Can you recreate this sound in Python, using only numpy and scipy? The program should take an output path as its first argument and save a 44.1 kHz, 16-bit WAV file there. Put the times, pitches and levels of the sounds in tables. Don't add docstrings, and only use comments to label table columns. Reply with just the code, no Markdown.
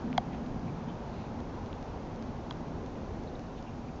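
import sys
import numpy as np
from scipy import signal
from scipy.fft import rfft, irfft
from scipy.io import wavfile

SR = 44100
rng = np.random.default_rng(int(sys.argv[2]) if len(sys.argv) > 2 else 0)


def transcribe(u):
    v = np.clip(np.atleast_2d(u).T, -1, 1)
    q = np.round(v * 32767).astype(np.int16)
    wavfile.write(sys.argv[1], SR, q)


N = 176400
T = np.arange(N) / SR

# frequency in Hz, relative level in dB.
RUMBLE_SPECTRUM = [(12, -19.5), (25, -1.5), (60, -1.5), (95, 0), (135, -2.5), (170, -3.5), (300, -6),
                   (450, -9.5), (620, -13), (1000, -39.5), (2000, -59.5)]
AIR_SPECTRUM = [(200, -22), (450, -3), (620, -3.5), (760, 1), (980, -3), (1200, -9), (1500, -12.5),
                (1900, -18), (2400, -20.5), (3000, -23.5), (4300, -29.5), (7000, -43)]
# time in seconds, level in dB.
RUMBLE_FADER = [(0, -41), (0.6, -41), (1.2, -41), (1.9, -41), (2.5, -41), (2.9, -40), (3.4, -40.5),
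                (3.58, -43.5), (3.98, -43)]
DRONE_FADER = [(0, -41.5), (0.05, -34), (0.2, -39.5), (0.4, -40.5), (0.7, -46.5), (1.0, -50), (1.27, -43),
               (1.7, -51.5), (2.25, -44.5), (2.6, -51.5), (3.1, -45), (3.6, -51), (3.98, -43.5)]
UNDERTONE_FADER = [(0, -49), (0.5, -45), (0.8, -45.5), (1.1, -54), (2.0, -58), (2.8, -48.5), (3.3, -54),
                   (3.98, -53.5)]
# time in seconds, level in dB relative to AIR_DB.
AIR_DRIFT = [(0, 1), (0.6, 0), (1.0, 0.5), (1.4, 0), (1.9, 0.5), (2.3, -.5), (2.8, -0.5), (3.3, -1),
             (3.98, -2.5)]
# midpoint in seconds, length in seconds, centre in Hz, width in Hz, level in dB.
HIGH_RUSTLES = [(0.338, 0.046, 2450, 1400, -56), (0.687, 0.052, 2290, 450, -58.5),
                (0.896, 0.033, 3250, 450, -57), (1.19, 0.28, 3950, 700, -67), (1.217, .2, 2400, 700, -63.5),
                (3.28, 0.03, 3980, 500, -62), (3.356, 0.012, 3760, 600, -56),
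                (3.583, 0.048, 3000, 1400, -60), (3.683, 0.052, 2530, 450, -60.5),
                (3.888, .03, 2400, 400, -59.5)]
# start in seconds, peak level in dB, centre in Hz, width in Hz.
DRY_TICKS = [(0.1289, -31.5, 2150, 1200), (0.3330, -43, 2500, 1500), (0.3479, -41, 2400, 1500),
             (0.463, -43.5, 3000, 3500), (0.5943, -47, 5200, 3000), (1.4038, -42, 4200, 5000),
             (1.6610, -44, 3200, 3500), (1.7291, -39, 3250, 1000), (1.8271, -41, 3800, 5000),
             (2.16, -42, 3300, 5050), (2.2252, -35.5, 3200, 5000), (2.5037, -44, 5500, 3000),
             (2.5258, -38, 3600, 5430), (2.8621, -37, 3300, 5500), (3.237, -44, 5000, 3500),
             (3.3944, -40, 3300, 5000), (3.6263, -40, 3600, 5500)]
# frequency in Hz, relative gain in dB, 60 dB decay time in seconds.
SNAP_RESONANCES = [(990, -3, 0.01), (1517, -3.5, 0.015), (3286, 2.5, .011), (3380, -3, 0.0069),
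                   (4000, -1, 0.0085), (4810, -6, .010), (6150, -19.5, 0.0094), (6650, -13.5, .008),
                   (7250, -18, .007)]
# start in seconds, gains of snap, clack and knock in dB,
# knock pitch in Hz, the knock's 60 dB decay time in seconds.
RELAY_CLICKS = [(0.1776, -18, -20, -9, 736, 0.021), (2.5080, -27.5, -40, -23.5, 950, 0.0087)]

AIR_DB, HISS_DB = -47.5, -59.5
DRONE_HZ, DRONE_WIDTH_HZ = 237.8, 42.4
UNDERTONE_HZ, UNDERTONE_WIDTH_HZ = 159, 34.7
SNAP_RISE_S, KNOCK_LAG_S, KNOCK_RISE_S = 0.0014, 0.00229, 0.00046
GRIT_DB, GRIT_T60_S = -9, 0.0039
CLACK_HZ, CLACK_T60_S = 2120, 0.015
KNOCK_LOW_HZ = 633
TOP_ROLL_HZ, CUTOFF_HZ = 6700, 7550


def from_db(db):
    return 10 ** (np.asarray(db) / 20)


def rms_one(x):
    return x / np.sqrt(np.mean(x ** 2) + 1e-20)


def fader(rows):
    return from_db(np.interp(T, *np.transpose(rows)))


def band(hz, width_hz):
    edges = [max(hz - width_hz / 2, 20), hz + width_hz / 2]
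    return signal.butter(2, edges, "band", fs=SR, output="sos")


def coloured_noise(spectrum):
    hz, db = np.transpose(spectrum)
    bin_hz = np.maximum(np.arange(N // 2 + 1) * SR / N, 1)
    eq = from_db(np.interp(np.log(bin_hz), np.log(hz), db))
    return rms_one(irfft(rfft(rng.standard_normal(N)) * eq, N))


def narrow_noise(hz, width_hz):
    return rms_one(signal.sosfilt(band(hz, width_hz), rng.standard_normal(N + SR))[SR:])


def room():
    rumble = fader(RUMBLE_FADER) * coloured_noise(RUMBLE_SPECTRUM)
    air = from_db(AIR_DB) * fader(AIR_DRIFT) * coloured_noise(AIR_SPECTRUM)
    drone = fader(DRONE_FADER) * narrow_noise(DRONE_HZ, DRONE_WIDTH_HZ)
    undertone = fader(UNDERTONE_FADER) * narrow_noise(UNDERTONE_HZ, UNDERTONE_WIDTH_HZ)
    hiss = from_db(HISS_DB) * rng.standard_normal(N)
    return rumble + air + drone + undertone + hiss


def rustles():
    out = np.zeros(N)
    for middle, length, hz, width_hz, db in HIGH_RUSTLES:
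        swell = np.cos(np.pi * np.clip((T - middle) / length, -.5, .5))
        out += from_db(db) * narrow_noise(hz, width_hz) * swell
    return out


def ticks():
    out = np.zeros(N)
    for start, db, hz, width_hz in DRY_TICKS:
        tick = signal.sosfilt(band(hz, width_hz), signal.unit_impulse(512))
        first = int(start * SR)
        out[first:first + len(tick)] += from_db(db) * tick / np.abs(tick).max()
    return out


def ring(start, hz, t60, rise):
    t = np.clip(T - start, 0, 10 * t60)
    attack = 1 - np.exp(-(t / rise) ** 2)
    decay = np.exp(-np.log(1000) * t / t60)
    return np.sin(2 * np.pi * hz * t) * attack * decay


def relay():
    out = np.zeros(N)
    low_cut = signal.butter(6, KNOCK_LOW_HZ, "high", fs=SR, output="sos")
    for start, snap_db, clack_db, knock_db, knock_hz, knock_t60 in RELAY_CLICKS:
        modes = sum(from_db(db) * ring(start, hz, t60, SNAP_RISE_S) for hz, db, t60 in SNAP_RESONANCES)
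        grit_decay = np.exp(-np.log(1000) * np.clip((T - start) / GRIT_T60_S, 0, 10))
        grit = rng.standard_normal(N) * (T >= start) * grit_decay
        snap = modes + from_db(GRIT_DB) * grit
        clack = ring(start, CLACK_HZ, CLACK_T60_S, SNAP_RISE_S)
        case = ring(start + KNOCK_LAG_S, knock_hz, knock_t60, KNOCK_RISE_S)
        knock = signal.sosfilt(low_cut, case + 1e-18)
        out += from_db(snap_db) * snap + from_db(clack_db) * clack + from_db(knock_db) * knock
    return out


def scene():
    return (relay() + ticks() + rustles() + room())[None, :]


def record(dry):
    roll_off = signal.butter(12, TOP_ROLL_HZ, fs=SR, output="sos")
    high_cut = signal.ellip(10, .1, 80, CUTOFF_HZ, fs=SR, output="sos")
    return signal.sosfilt(high_cut, signal.sosfilt(roll_off, dry))


dry = scene()
out = record(dry)
transcribe(out)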